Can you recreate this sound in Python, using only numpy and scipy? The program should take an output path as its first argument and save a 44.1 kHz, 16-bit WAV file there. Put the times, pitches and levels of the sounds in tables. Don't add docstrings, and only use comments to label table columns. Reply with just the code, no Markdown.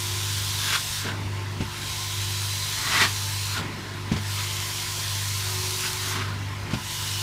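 import sys
import numpy as np
from scipy import signal
from scipy.fft import rfft, irfft, next_fast_len
from scipy.io import wavfile
from scipy.ndimage import uniform_filter1d, map_coordinates

SR = 44100
rng = np.random.default_rng(int(sys.argv[2]) if len(sys.argv) > 2 else 0)


def transcribe(signal):
    frames = np.atleast_2d(signal).T
    limited = np.clip(frames, -1, 1)
    pcm = np.round(limited * 32767).astype(np.int16)
    wavfile.write(sys.argv[1], SR, pcm)


N = 318402
T = np.arange(N) / SR

# lands in s, sealed in s,
# slot reaches the edge in s, lifts in s, hiss in relative dB, motor speed-up in Hz, lower slot resonance in Hz,
# its boost in dB, upper slot resonance in Hz, its boost in dB, gulp on lifting in relative dB.
STROKES = [(-.55, -0.258, 0.71, 1.01, -37.5, 12.7, 3390, 8.5, 3800, 2.5, -33.5),
           (1.595, 1.893, 3.02, 3.545, -38, 12, 3170, 6, 3910, 6.5, -33.5),
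           (4.12, 4.32, 5.87, 6.125, -37.5, 17.5, 3100, 5.5, 4030, 2.5, -39.5),
           (6.705, 6.918, 9, 8.6, -37, 13, 2900, 8.5, 3680, 3.5, -38)]


def amp(db):
    return 10 ** (np.asarray(db) / 20)


def unit(x):
    return x / np.sqrt(np.mean(x ** 2) + 1e-20)


def ramp(x):
    return np.clip(x, 0, 1)


def ease(x):
    return np.sin(np.pi / 2 * ramp(x)) ** 2


def along(points, hz):
    f, v = np.transpose(points)
    return np.interp(np.log(hz + 1), np.log(f + 1), v)


def wobble(rate):
    knots = rng.standard_normal(int(N * rate / SR) + 4)
    return map_coordinates(knots, [T * rate])


def filtered(x, response):
    m = next_fast_len(N + SR // 2)
    return irfft(rfft(x, m) * response(np.fft.rfftfreq(m, 1 / SR)), m)[:N]


def coloured(x, spectrum):
    return unit(filtered(x, lambda hz: amp(along(spectrum, hz))))


def turbulence(patchy_db):
    z = signal.stft(rng.standard_normal(N), nperseg=512)[2]
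    field = uniform_filter1d(rng.standard_normal(z.shape), size=4, axis=0)
    field = uniform_filter1d(field, size=14, axis=1)
    return unit(signal.istft(z * amp(patchy_db * unit(field)), nperseg=512)[1][:N])


def droplets(rate, spread_db):
    hits = rng.random(N) < rate / SR
    return unit(hits * rng.standard_normal(N) * amp(spread_db * rng.standard_normal(N)))


def moving_peak(x, centre_hz, boost_db, width_hz):
    hz, t, z = signal.stft(x, SR, nperseg=1024)
    offset = (hz[:, None] - np.interp(t, T, centre_hz)) / width_hz
    gain = amp(np.interp(t, T, boost_db) / (1 + offset ** 2))
    return signal.istft(z * gain, SR, nperseg=1024)[1][:N]


def current_stroke():
    rows = np.array(STROKES)
    return rows[np.searchsorted(rows[1:, 0], T)].T


def stairwell(x, t60, wet_db):
    t = np.arange(SR // 3) / SR
    tail = rng.standard_normal(len(t)) * amp(-60 * t / t60) * (t > .003)
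    return x + amp(wet_db) * signal.fftconvolve(x, tail / np.linalg.norm(tail))[:N]


def pump(mains_db=-35, in_step=.33):
    mains_hz, pump_hz = 50, 24.75
    # multiple of the shaft rate, rms level in dB.
    pump_orders = [(2, -53.5), (3, -64), (4, -40.5), (5, -51), (6, -46), (8, -54.5), (17, -59), (23, -63)]
    since = T - in_step
    hum = amp(mains_db) * np.cos(2 * np.pi * 2 * mains_hz * since)
    turn = 2 * np.pi * pump_hz * since + 0.041 * wobble(6.8)
    for k, db in pump_orders:
        k = round(k)
        phase = 0 if k == 4 else rng.uniform(0, 2 * np.pi)
        hum = hum + amp(db + 0.94 * wobble(9)) * np.cos(k * turn + phase)
    return np.sqrt(2) * hum


def vacuum():
    free_hz, speed_up_hz_per_s, slow_down_s = 352.4, 12.5, .8
    # pitch in Hz, rms level in dB.
    whir_levels = [(352, -52.5), (358, -49), (363, -57), (366, -59), (368, -48), (370, -45)]
    # centre in Hz, width in Hz, relative level in dB.
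    housing_modes = [(276.7, 8.7, -5), (888.6, 17, 2), (989, 44, 5.5), (1053.6, 37, 5.5), (1255, 27, -8),
                     (1630, 16, -11), (1760, 12, -15), (2010, 12, -2), (2176, 17, 1.5)]
    # frequency in Hz, relative density in dB per Hz.
    exhaust_spectrum = [(25, -5), (45, -5.5), (80, 9.5), (200, -8), (330, -5.5), (520, -13), (780, -5.5),
                        (1020, -9), (1300, -3), (2300, -4), (3200, -7.5), (5000, -11.5), (8000, -22.5),
                        (15000, -40)]

    shaft_hz = free_hz
    for _, sealed, _, lifts, _, gain_hz, *_ in STROKES:
        blocked = ease((T - sealed) * speed_up_hz_per_s / gain_hz)
        freed = ease((T - lifts) / slow_down_s)
        shaft_hz = shaft_hz + gain_hz * blocked * (1 - freed)
    whir_db = along(whir_levels, shaft_hz) + 3.0 + 1.6 * wobble(8)
    whir = amp(whir_db) * np.sin(2 * np.pi * np.cumsum(shaft_hz) / SR)

    def ring(hz):
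        return sum(amp(db) / np.sqrt(width) / (1 + (2 * (hz - centre) / width) ** 2)
                   for centre, width, db in housing_modes)

    housing = unit(filtered(rng.standard_normal(N), ring))
    exhaust = coloured(turbulence(patchy_db=2.5), exhaust_spectrum)
    return whir + amp(-44.5) * housing + amp(-39) * exhaust


def open_nozzle():
    rush_db, approach_db, approach_s = -46.5, -47, .12
    gulp_delay_s, gulp_rise_s, gulp_decay_s = 0.051, 0.038, .12
    # frequency in Hz, relative density in dB per Hz.
    nozzle_spectrum = [(70, -8), (170, 6.5), (300, 4.5), (400, -3), (520, -6), (800, -7.5), (1400, -13),
                       (2400, -16), (3500, -20), (7000, -37.5), (15000, -39)]
    flow = np.zeros(N)
    for (_, _, _, lifts, *_, gulp_db), (lands, *_) in zip(STROKES, STROKES[1:]):
        since, left = T - lifts - gulp_delay_s, lands - T
        gulp = amp(gulp_db) * np.exp(-np.abs(since) / gulp_decay_s)
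        approach = amp(approach_db) * np.exp(-np.abs(left) / approach_s)
        gate = ramp(1 + np.minimum(since, left) / gulp_rise_s)
        flow += np.sqrt(gulp ** 2 + amp(rush_db) ** 2 + approach ** 2) * gate
    flutter = amp(1.5 + 0.88 * wobble(45))
    return flow * flutter * coloured(turbulence(patchy_db=1.5), nozzle_spectrum)


def knocks(clack_t60=0.13):
    # start in seconds, thump in relative dB, steel clack in dB.
    landings = [(1.604, -15.5, -31.5), (1.62, -27, -44), (4.116, -10, -25), (4.16, -25, -28.5),
                (6.705, -31, -31.5), (6.733, -14.5, -26)]
    # frequency in Hz, relative level in dB, 60 dB decay in seconds.
    tread_modes = [(79.6, -14, 0.28), (132, -12, 0.19), (164, -8, 0.1), (209.5, -15.5, 0.33),
                   (280, -15.5, .16), (380, -13, 0.085), (576, -16, 0.046), (770, -23, 0.041)]
    t = np.arange(SR // 2) / SR
    thumps, clacks = np.zeros(N), np.zeros(N)
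    push = -np.cos(2 * np.pi * 180 * (t - .004)) * np.exp(-((t - .004) / .003) ** 2)
    swell = 1 - np.exp(-t / 0.0033)
    for s, thump_db, clack_db in landings:
        ring = sum(amp(db + rng.normal(0, 2.0) - 60 * t / t60) * np.sin(2 * np.pi * hz * t)
                   for hz, db, t60 in tread_modes)
        thump = push * np.sqrt(swell) + ring * swell
        clack = swell * amp(-60 * t / clack_t60)
        thumps += amp(thump_db) * np.interp(T - s, t, thump, left=0, right=0)
        clacks += amp(clack_db) * np.interp(T - s, t, clack, left=0, right=0)
    steel = [(150, 7), (600, 5.5), (2200, 2.5), (5000, 0.0), (15000, -27)]  # (Hz, dB)
    return thumps + clacks * coloured(rng.standard_normal(N), steel)


def slurp():
    round_db = 1
    treble_hz = 2900
    hollow_width_hz, sink_hz, sink_s = 95, 110, 0.087
    # peak in s, level before rounding in dB, 20 dB rise in s,
    # 20 dB fall in s, hollow under the lip in Hz, its boost in dB, treble gain in dB.
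    swell_rows = [(.757, -27.3, 0.22, 0.0355, 1530, 9.5, 4), (1.07, -32, .1, 0.1, 1520, 12, 1),
                  (3.038, -17.5, 0.2332, 0.0443, 1876, 9, -0.5), (3.58, -30.5, 0.1, 0.08, 1390, 11.5, 1),
                  (4.38, -39, 0.1, 0.8, 2150, 6, 4), (5.85, -32, 0.1, 0.1, 1504, 7, 1),
                  (6.185, -28.5, 0.27, 0.17, 1350, 3.5, -2.5)]
    # frequency in Hz, relative density in dB per Hz.
    slurp_spectrum = [(80, -14), (170, -5.5), (300, -5), (400, -6), (540, -18.5), (660, -8), (820, -8),
                      (1100, 3), (1450, 0), (2100, -1), (2500, -2.5), (3300, -0.5), (4300, -4), (6000, -9),
                      (15000, -26)]

    rows = np.array(swell_rows)
    s, db, rise, fall = rows.T[:4, :, None]
    rising = 20 * (s - T) / rise / round_db
    falling = 20 * (T - s) / fall / round_db
    swells_db = db - round_db * np.logaddexp(rising, falling)
    strongest = swells_db.argmax(axis=0)
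    peak_s, *_, hollow_hz, hollow_db, treble_db = rows[strongest].T

    spray = coloured(turbulence(patchy_db=1.0) + 0.37 * droplets(rate=1200, spread_db=0), slurp_spectrum)
    treble = filtered(spray, lambda hz: ease(2 * hz / treble_hz - 1))
    spray = spray + (amp(treble_db) - 1) * treble
    sinking_hz = hollow_hz + sink_hz * ramp((peak_s - T) / sink_s)
    spray = moving_peak(spray, sinking_hz, hollow_db, hollow_width_hz)
    return amp(swells_db.max(axis=0) + 1.75 * wobble(110)) * spray


def suction():
    open_db, touch_db = -51.5, -50.5
    draw_db, past_edge_db = 3.5, 1.66
    edge_s, release_s = 0.058, .08
    slot_climb_hz_per_s, lower_fade_db_per_s, slot_width_hz = 164, 4.5, 135
    echo_s, echo_shrink_per_s = 0.001396, .2
    # frequency in Hz, relative density in dB per Hz.
    pile_spectrum = [(400, -18), (900, -15), (1500, -8), (2100, -5.5), (2700, -3), (3400, 0), (4800, 0),
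                     (5800, 0), (7500, -3.5), (9300, -5.5), (12000, -9), (15500, -13)]

    lands, sealed, edge, lifts, hiss_db, _, lower_hz, lower_db, upper_hz, upper_db, _ = current_stroke()
    pressed_db = touch_db + (hiss_db - touch_db) * ramp((T - lands) / (sealed - lands))
    drawn_db = draw_db * ramp((T - sealed) / (edge - sealed))
    drawn_db = drawn_db + (past_edge_db - draw_db) * ramp((T - edge) / edge_s)
    held = 1 - ramp((T - lifts) / release_s)
    level_db = open_db + (pressed_db + drawn_db - open_db) * held

    drawn_s = np.clip(T, sealed, lifts) - sealed
    climb_hz = slot_climb_hz_per_s * drawn_s
    air = coloured(turbulence(patchy_db=1.38) + 0.33 * droplets(rate=2500, spread_db=5.5), pile_spectrum)
    air = moving_peak(air, lower_hz + climb_hz, lower_db - lower_fade_db_per_s * drawn_s, slot_width_hz)
    air = moving_peak(air, upper_hz + climb_hz, upper_db, slot_width_hz)
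    delay_s = echo_s * np.exp(-echo_shrink_per_s * drawn_s)
    echo = np.interp(T - delay_s, T, air)
    return amp(level_db + 4.5 + 0.22 * wobble(30)) * (air + 0.08 * echo)


def scene():
    tool = suction() + stairwell(slurp() + open_nozzle(), t60=0.17, wet_db=-7.5)
    mono = pump() + vacuum() + tool + knocks()
    return np.array([mono, mono])


def record(dry):
    top_hz = 15600
    return np.array([filtered(channel, lambda hz: hz < top_hz) for channel in dry])


dry = scene()
out = record(dry)
transcribe(out)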